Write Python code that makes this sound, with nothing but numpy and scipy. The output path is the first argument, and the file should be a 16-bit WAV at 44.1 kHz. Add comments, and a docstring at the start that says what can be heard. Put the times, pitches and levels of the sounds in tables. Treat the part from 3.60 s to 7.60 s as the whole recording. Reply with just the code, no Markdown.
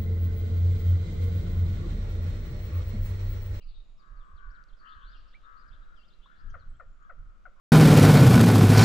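"""Four seconds at a calm forest lake. From the start, small songbirds whistle and light puffs of air
rumble on the microphone over a faint hush. Soon crow-like birds far off on the left begin their
rasping caws: quick pulses that ring in the throat and echo in the trees. After a second comes a tiny
tick, then water drips twice, each drip a small ringing bubble. Near the end a closer animal clucks
four times, and the shore answers."""
import sys
import numpy as np
from scipy import signal
from scipy.fft import rfft, irfft, next_fast_len
from scipy.io import wavfile
from scipy.ndimage import map_coordinates

SR = 44100
rng = np.random.default_rng(int(sys.argv[2]) if len(sys.argv) > 2 else 0)


def to_wav(s):
    """Save 16-bit WAV."""
    ch = np.atleast_2d(s).T  # columns
    pcm = np.round(np.clip(ch, -1, 1) * 32767)  # PCM
    wavfile.write(sys.argv[1], SR, pcm.astype(np.int16))


N = 176400

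# The caws. Each row: start and length in seconds, pitch in Hz, share by which the pitch falls, relative
# level in dB, its change over the call in dB, upper throat resonance in Hz, its relative level in dB,
# roughness from 0 to 1.
CAW_CALLS = [(.38, 0.53, 1235, .085, -61.5, -4, 1600, -15.5, 0.26),
             (0.738, .28, 1487, 0.1, -65.5, 6.5, 1790, -19.5, 0.43),
             (1.197, 0.25, 1289, 0.13, -50, -13, 1713, -11, 0.16),
             (1.391, 0.17, 1373, 0.034, -59.5, -5, 1540, 0, 0.5),
             (1.819, .23, 1296, 0.067, -54, -8.5, 1690, -21, 0.06),
             (1.968, 0.26, 1383, 0.048, -64.5, -2.5, 1633, -11, 0.89),
             (2.209, .19, 1375, 0.0069, -63.5, -6, 1730, -16, 0.9),
             (2.634, .42, 1391, .13, -62, -5.5, 1715, -6, .6),
             (3.376, 0.13, 1277, 0.0091, -60.5, -3.5, 1505, -15.5, 0.65),
             (3.52, 0.29, 1324, .04, -66, -14, 1550, -28, 0.53),
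             (3.951, .38, 1110, .021, -59.5, -15, 1450, -6, 0.4)]
# The clucks. Each row: start and length in seconds, top pitch in Hz, relative level in dB.
CLUCK_CALLS = [(2.9392, 0.019, 737.5, -42), (3.1964, .0172, 729, -43), (3.495, .0188, 753, -43.5),
               (3.8522, 0.017, 792, -44)]
# Buzzy notes of the loudest songbird. Each row: start and length in seconds, first, middle and last
# pitch in Hz, relative level in dB, left over right in dB, size of the warble in Hz.
BUZZY_NOTES = [(0, 0.037, 2770, 2727, 2290, -68.5, 11, 170), (0.01, 0.048, 3420, 4700, 4030, -74, 2, 231),
               (0.053, 0.13, 4370, 3987, 3500, -71.5, 7, 353),
               (0.13, 0.12, 3715, 3770, 3790, -73, 10, 59.6), (1.163, 0.12, 5110, 4490, 4570, -79, 3, 253),
               (1.241, 0.1, 2750, 3162, 3907, -65, 0.5, 195),
               (1.266, 0.12, 4230, 4220, 3610, -76.5, 2, 345),
               (1.404, 0.11, 2750, 3894, 4730, -68.5, -0.5, 202),
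               (1.49, 0.15, 4370, 4830, 4120, -76.5, 1.5, 379),
               (1.524, 0.053, 3980, 2984, 2755, -66, 0.5, 206),
               (1.674, 0.065, 5470, 4540, 3530, -77.5, 2, 400),
               (1.957, 0.083, 3685, 4750, 3740, -77, 3.5, 247.5),
               (2.106, 0.053, 2950, 3490, 3790, -71, 4, 297),
               (2.351, 0.11, 3950, 2728, 4020, -73.5, 14, 30.4),
               (2.357, 0.084, 5160, 4720, 4270, -79.5, 3, 295),
               (2.495, 0.05, 2915, 3690, 4020, -71.5, 3.5, 240), (2.61, .07, 2920, 3442, 3790, -71, 4, 201),
               (2.743, 0.086, 3270, 4360, 5120, -80, 5, 382)]
# Quick slides of smaller birds, and thin high whistles. Each row: start and length in seconds,
# first, middle and last pitch in Hz, relative level in dB.
SLIDING_NOTES = [(0.371, 0.068, 5600, 4580, 2940, -79.5), (0.558, 0.089, 5000, 3740, 2660, -79.5),
                 (0.76, 0.043, 4970, 3540, 2580, -76), (0.895, 0.026, 4180, 4770, 6000, -78.5),
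                 (0.944, 0.032, 4920, 3620, 2840, -77.5), (1.081, 0.033, 5050, 3630, 2540, -77),
                 (1.125, 0.021, 3000, 3440, 3480, -75), (1.73, 0.013, 2500, 3716, 4190, -67.5),
                 (1.829, 0.034, 4100, 3730, 3670, -75), (2.076, 0.033, 5770, 4490, 3600, -77.5),
                 (2.225, 0.014, 3820, 3920, 3570, -73), (2.477, 0.033, 5400, 4310, 3500, -75.5),
                 (2.876, 0.039, 2750, 3080, 3300, -78), (2.892, 0.028, 6740, 5760, 3910, -77),
                 (2.988, 0.042, 4580, 4167, 3700, -77.5), (3.127, 0.041, 3010, 3290, 3230, -83.5),
                 (3.413, 0.047, 2840, 3130, 3520, -86),]
THIN_NOTES = [(0.214, 0.29, 7270, 7020, 7620, -93), (0.58, 0.19, 7660, 7730, 7870, -95),
              (3.041, 0.47, 8000, 7320, 6640, -91.5)]
# The drips. Each row: start and swelling time in seconds, first and last pitch in Hz, level in dB,
# left over right in dB.
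DRIP_BUBBLES = [(1.736, 0.021, 1500, 2335, -50, -4), (2.657, 0.0052, 820, 1110, -50.5, 0)]
# Puffs of air. Each row: middle and rough length in seconds, relative levels of the push and of the
# flutter in dB, left over right in dB.
AIR_PUFFS = [(0.078, 0.09, -33, -68, -6), (0.191, 0.074, -38.5, -71, -6), (0.313, 0.083, -42, -73.5, -6.5),
             (0.526, 0.057, -38.5, -61.5, -9), (0.59, 0.074, -36.5, -72, -5), (0.744, 0.032, -47, -60, 8.5),
             (.886, 0.051, -37, -61.5, -6.5), (1.13, 0.069, -44, -89, -5), (1.372, 0.031, -49.5, -63.5, -6),
             (1.466, 0.061, -42, -70, -4.5), (2.13, 0.056, -42.5, -59.5, -5.5),
             (2.191, 0.065, -43, -81, -5), (2.874, .072, -34.5, -55, 11), (2.929, 0.087, -39.5, -55, -0.5),
             (3.097, 0.086, -33.5, -55, -2.5), (3.285, 0.065, -43, -59.5, 3),
             (3.608, 0.066, -36, -56.5, -4.5), (3.673, 0.06, -44, -65.5, -3)]

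# Tone curves, which make some frequencies louder than others. Each row: frequency in Hz, gain in dB.
CAW_TONE = [(700, -46), (950, -12), (1100, -2), (1300, -6), (1750, -3.5), (1950, -7.5), (2300, -9.5),
            (3000, -40)]
CLUCK_THROAT_TONE = [(500, -9), (750, -12.5), (1000, -10.5), (1220, -3), (1470, 1), (1800, -13.5),
                     (2200, -21), (2900, -38)]
CLUCK_ECHO_TONE = [(450, -3.5), (700, -8.5), (1300, -5), (2300, -4)]
TICK_TONE = [(3000, -49), (4800, 13), (5800, 8), (7500, -9), (11000, -15), (14000, -40)]
RUMBLE_TONE = [(10, 8.5), (25, -0.5), (36, 4), (50, -20), (70, -22), (110, -41.5), (250, -81.5),
               (600, -120)]
FLUTTER_TONE = [(30, -26.5), (60, 5), (110, -7), (160, -14), (220, -20.5), (400, -37), (900, -70),
                (2000, -120)]
HUSH_TONE = [(85, -31), (135, 3.5), (190, 2.5), (290, -3.5), (400, -6.5), (600, -5), (850, -12), (1280, -5),
             (1600, -14.5), (2200, -14), (3300, -19), (5000, -23.5), (6300, -25), (7500, -27), (8700, -35),
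             (10500, -39.5), (11900, -34.5), (13000, -40)]
# How long the trees and the shore echo. Each row: frequency in Hz, seconds to fade by 60 dB.
FOREST_FADE = [(300, 0.26), (1400, 2.58), (4000, 1.29), (9000, 0.47)]
SHORE_FADE = [(300, 0.15), (1400, 0.11), (4000, 0.055), (9000, 0.066)]


def caw(length, hz, fall, fade_db, upper_hz, upper_db, roughness):
    """One caw: quick pulses ring through two throat resonances; the pitch scoops up, then sags."""
    main_harmonic = 19  # the pulses come this many times slower than the pitch
    rise_s, release_s = .08, .06
    lower_half_width_hz, upper_half_width_hz = 78, 129
    t = np.arange(int((length + release_s / 2) * SR)) / SR
    scoop = .07 * np.clip(1 - t / rise_s, 0, 1) ** 2
    sag = fall * np.clip((t - rise_s) / (length - rise_s), 0, None) ** 1.4
    pitch = hz * (1 - scoop - sag + 0.0028 * wobble(18, len(t)))
    pulse_phase = 2 * np.pi * np.cumsum(pitch) / SR / main_harmonic
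    opening = amp(upper_db + 10.5 * (t / length - .5))  # the upper resonance grows during the call
    voice = 0
    for k in range(14, 32):
        harmonic_hz = hz * k / main_harmonic
        lower = 1 / (1 + ((harmonic_hz - hz) / lower_half_width_hz) ** 2)
        upper = opening / (1 + ((harmonic_hz - upper_hz) / upper_half_width_hz) ** 2)
        steady = np.exp(2.5j * rng.standard_normal())  # each harmonic starts at a random phase
        rasp = roughness * (wobble(70, len(t)) + 1j * wobble(70, len(t)))
        harmonic = np.real((steady + rasp) * np.exp(1j * k * pulse_phase))
        waver = amp(2 * wobble(18, len(t)))
        voice = voice + (lower + upper + amp(-29)) * waver * harmonic
    return unit(voice) * amp(fade_db * t / length) * gate(t, t[-1], attack=.09, release=release_s)


def crows(right_lag_s=0.00035):
    """Caws come from the left, so they reach the right microphone later; the woods blur them."""
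    calls = np.zeros(N)
    for start, length, hz, fall, db, fade_db, upper_hz, upper_db, roughness in CAW_CALLS:
        add(calls, start, amp(db) * caw(length, hz, fall, fade_db, upper_hz, upper_db, roughness))
    calls = coloured(calls, CAW_TONE)
    shore = amp(-3.5) * echoes(calls, SHORE_FADE, side_db=-16)
    early = panned(amp(5.5) * calls + shore, pan_db=14.5)
    forest = amp(-6.5) * panned(echoes(calls, FOREST_FADE, side_db=0), pan_db=3)
    return delayed(early, np.array([[0], [right_lag_s]])) + forest


def clucks(rise_s=0.0051, tail_s=0.022):
    """Very short notes flick up and fall back through a throat resonance, and the shore answers."""
    calls = np.zeros(N)
    for start, length, top_hz, db in CLUCK_CALLS:
        t = np.arange(int((length + tail_s) * SR)) / SR
        arc = np.interp(t, [0, rise_s, length, t[-1]], [0.73, 1, 0.77, 0.59])
        pitch = top_hz * arc * (1 + .018 * wobble(600, len(t)))
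        phase = 2 * np.pi * np.cumsum(pitch) / SR
        harmonics = [amp(along(CLUCK_THROAT_TONE, k * pitch)) * np.sin(k * phase) for k in range(1, 5)]
        lowest = harmonics[0] * gate(t, t[-1], rise_s, release=t[-1])  # outlasts the overtones
        overtones = sum(harmonics[1:]) * gate(t, length, rise_s, release=0.0018)
        add(calls, start, amp(db) * (lowest + overtones))
    shore = echoes(coloured(calls, CLUCK_ECHO_TONE), SHORE_FADE, side_db=-11)
    forest = amp(-18.5) * echoes(calls, FOREST_FADE, side_db=-5)
    return panned(calls + amp(-5.5) * delayed(shore, seconds=.009), pan_db=7) + forest


def whistle(length, first, middle, last, buzz_hz, shimmer_db=2.5):
    """One bird note follows an arc of pitch, with a quick random warble."""
    t = np.arange(int(length * SR)) / SR
    arc = np.polyval(np.polyfit([0, .5, 1], [first, middle, last], 2), t / length)
    pitch = arc + buzz_hz * wobble(700, len(t))
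    tone = np.sin(2 * np.pi * np.cumsum(pitch) / SR)
    shimmer = amp(shimmer_db * wobble(110, len(t)))
    return unit(tone * shimmer) * gate(t, length, length / 4, length / 4)


def songbirds():
    """Buzzy notes and quick slides echo off the shore and trees; thin whistles sound above them."""
    song, thin = np.zeros((2, N)), np.zeros(N)
    for start, length, *pitches, db, pan_db, buzz_hz in BUZZY_NOTES:
        add(song, start, panned(amp(db) * whistle(length, *pitches, buzz_hz), pan_db))
    for start, length, *pitches, db in SLIDING_NOTES:
        add(song, start, panned(amp(db) * whistle(length, *pitches, buzz_hz=101), pan_db=5.5))
    for start, length, *pitches, db in THIN_NOTES:
        add(thin, start, amp(db) * whistle(length, *pitches, buzz_hz=80, shimmer_db=5))
    shore = amp(-2.5) * echoes(song, SHORE_FADE, side_db=-5.5)
    forest = amp(-5.5) * echoes(song, FOREST_FADE, side_db=-5.5)
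    return amp(-4) * song + shore + forest + panned(thin, pan_db=5)


def drips(damping=2.6):
    """Small bubbles ring louder as their pitch rises, then die away at once."""
    bubbles = np.zeros((2, N))
    for start, rise_s, first_hz, last_hz, db, pan_db in DRIP_BUBBLES:
        age = np.arange(int(4 * rise_s * SR)) / SR / rise_s  # 1 at the loudest moment
        pitch = last_hz + (first_hz - last_hz) * np.clip(1 - age, 0, 1) ** 2
        tone = np.sin(2 * np.pi * np.cumsum(pitch) / SR)
        swell = np.minimum(age, 1) ** 1.05 * np.exp(-damping * np.maximum(age - 1, 0))
        add(bubbles, start, panned(amp(db) * tone * swell, pan_db))
    return bubbles + amp(-17) * echoes(bubbles, SHORE_FADE, side_db=-5)


def tick(start_s=1.039, decay_s=.0016):
    """One tiny, dry tick close by: a burst of bright noise."""
    t = np.arange(N) / SR - start_s
    return amp(-63.5) * noise(TICK_TONE, side_db=-12) * (t > 0) * np.exp(-np.abs(t) / decay_s)


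def air_puffs():
    """Each puff pushes and pulls on the microphone and flutters; an uneven rumble goes on beneath."""
    t = np.arange(N) / SR
    pushes, flutter_level = np.zeros(N), amp(-89)
    for middle, length, push_db, flutter_db, pan_db in AIR_PUFFS:
        age = (t - middle) / length
        offset = rng.random() + 0.11 * rng.random((2, 1))  # left and right are a little out of step
        push = np.sin(2 * np.pi * (1.72 * age + offset)) * np.exp(-(2 * age) ** 2)
        pushes = pushes + panned(amp(push_db) * push, pan_db)
        flutter_level = flutter_level + panned(amp(flutter_db) * np.exp(-(1.17 * age) ** 2), pan_db)
    rumble = amp(-53 + 3 * wobble(6.87)) * noise(RUMBLE_TONE, side_db=-4.5)
    return pushes + panned(rumble, pan_db=-3) + flutter_level * noise(FLUTTER_TONE, side_db=-4)


def forest_hush():
    """A faint, wide noise whose level drifts slowly."""
    return panned(amp(-73.5 + 0.96 * wobble(1.2)) * noise(HUSH_TONE, side_db=-3.5), pan_db=-1)


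def echoes(x, fade_times, side_db):
    """The surroundings answer with a wash of echoes; each frequency fades at its own speed."""
    hz, t, spectrum = signal.stft(rng.standard_normal((2, SR)), SR, nperseg=256)
    fade = amp(-60 * t / along(fade_times, hz)[:, None])
    mid, side = signal.istft(spectrum * fade, SR, nperseg=256)[1]
    tail = (mid + side * amp(side_db) * np.array([[1], [-1]])) / np.linalg.norm(mid)
    return signal.fftconvolve(np.atleast_2d(x), tail, axes=1)[:, :N]


def noise(tone, side_db):
    """Stereo noise shaped by a tone curve; a higher side_db makes it wider."""
    mid, side = coloured(rng.standard_normal((2, N)), tone)
    return unit(mid) + unit(side) * amp(side_db) * np.array([[1], [-1]])


def amp(db):
    """Turn dB into a number to multiply by."""
    return 10 ** (np.asarray(db) / 20)


def unit(x):
    """Scale x to an average (rms) level of 1."""
    return x / np.sqrt(np.mean(x ** 2) + 1e-20)


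def along(points, hz):
    """Read a curve at hz, on a log frequency scale."""
    frequencies, values = np.transpose(points)
    return np.interp(np.log(hz + 1), np.log(frequencies + 1), values)


def wobble(rate, size=N):
    """A smooth curve through `rate` random values a second."""
    return map_coordinates(rng.standard_normal(4096), [np.arange(size) * rate / SR], mode="wrap")


def filtered(x, response):
    """Multiply each frequency in x by response(hz)."""
    size = next_fast_len(N + SR // 2)
    return irfft(rfft(x, size) * response(np.fft.rfftfreq(size, 1 / SR)), size)[..., :N]


def coloured(x, tone):
    """Shape x with a tone curve."""
    return filtered(x, lambda hz: amp(along(tone, hz)))


def delayed(x, seconds):
    """Make x arrive later."""
    return filtered(x, lambda hz: np.exp(-2j * np.pi * hz * seconds))


def panned(x, pan_db):
    """Make the left side louder than the right by pan_db."""
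    gains = amp([[pan_db / 2], [-pan_db / 2]])
    return x * gains / gains.mean()


def add(out, start_s, x):
    """Mix x into out from start_s on."""
    i = max(0, round(start_s * SR))
    out[..., i:i + x.shape[-1]] += x[..., :max(0, N - i)]


def gate(t, length, attack, release):
    """Fade in over `attack` seconds and out over the last `release` seconds."""
    fade_in = np.sin(np.pi / 2 * np.clip(t / attack, 0, 1))
    fade_out = np.sin(np.pi / 2 * np.clip((length - t) / release, 0, 1))
    return fade_in * fade_out


def scene():
    """All the sounds of the lake together."""
    return crows() + clucks() + songbirds() + drips() + tick() + air_puffs() + forest_hush()


def record(dry):
    """Cut away everything above 12400 Hz."""
    return filtered(dry, lambda hz: hz < 12400)


dry = scene()
out = record(dry)
to_wav(out)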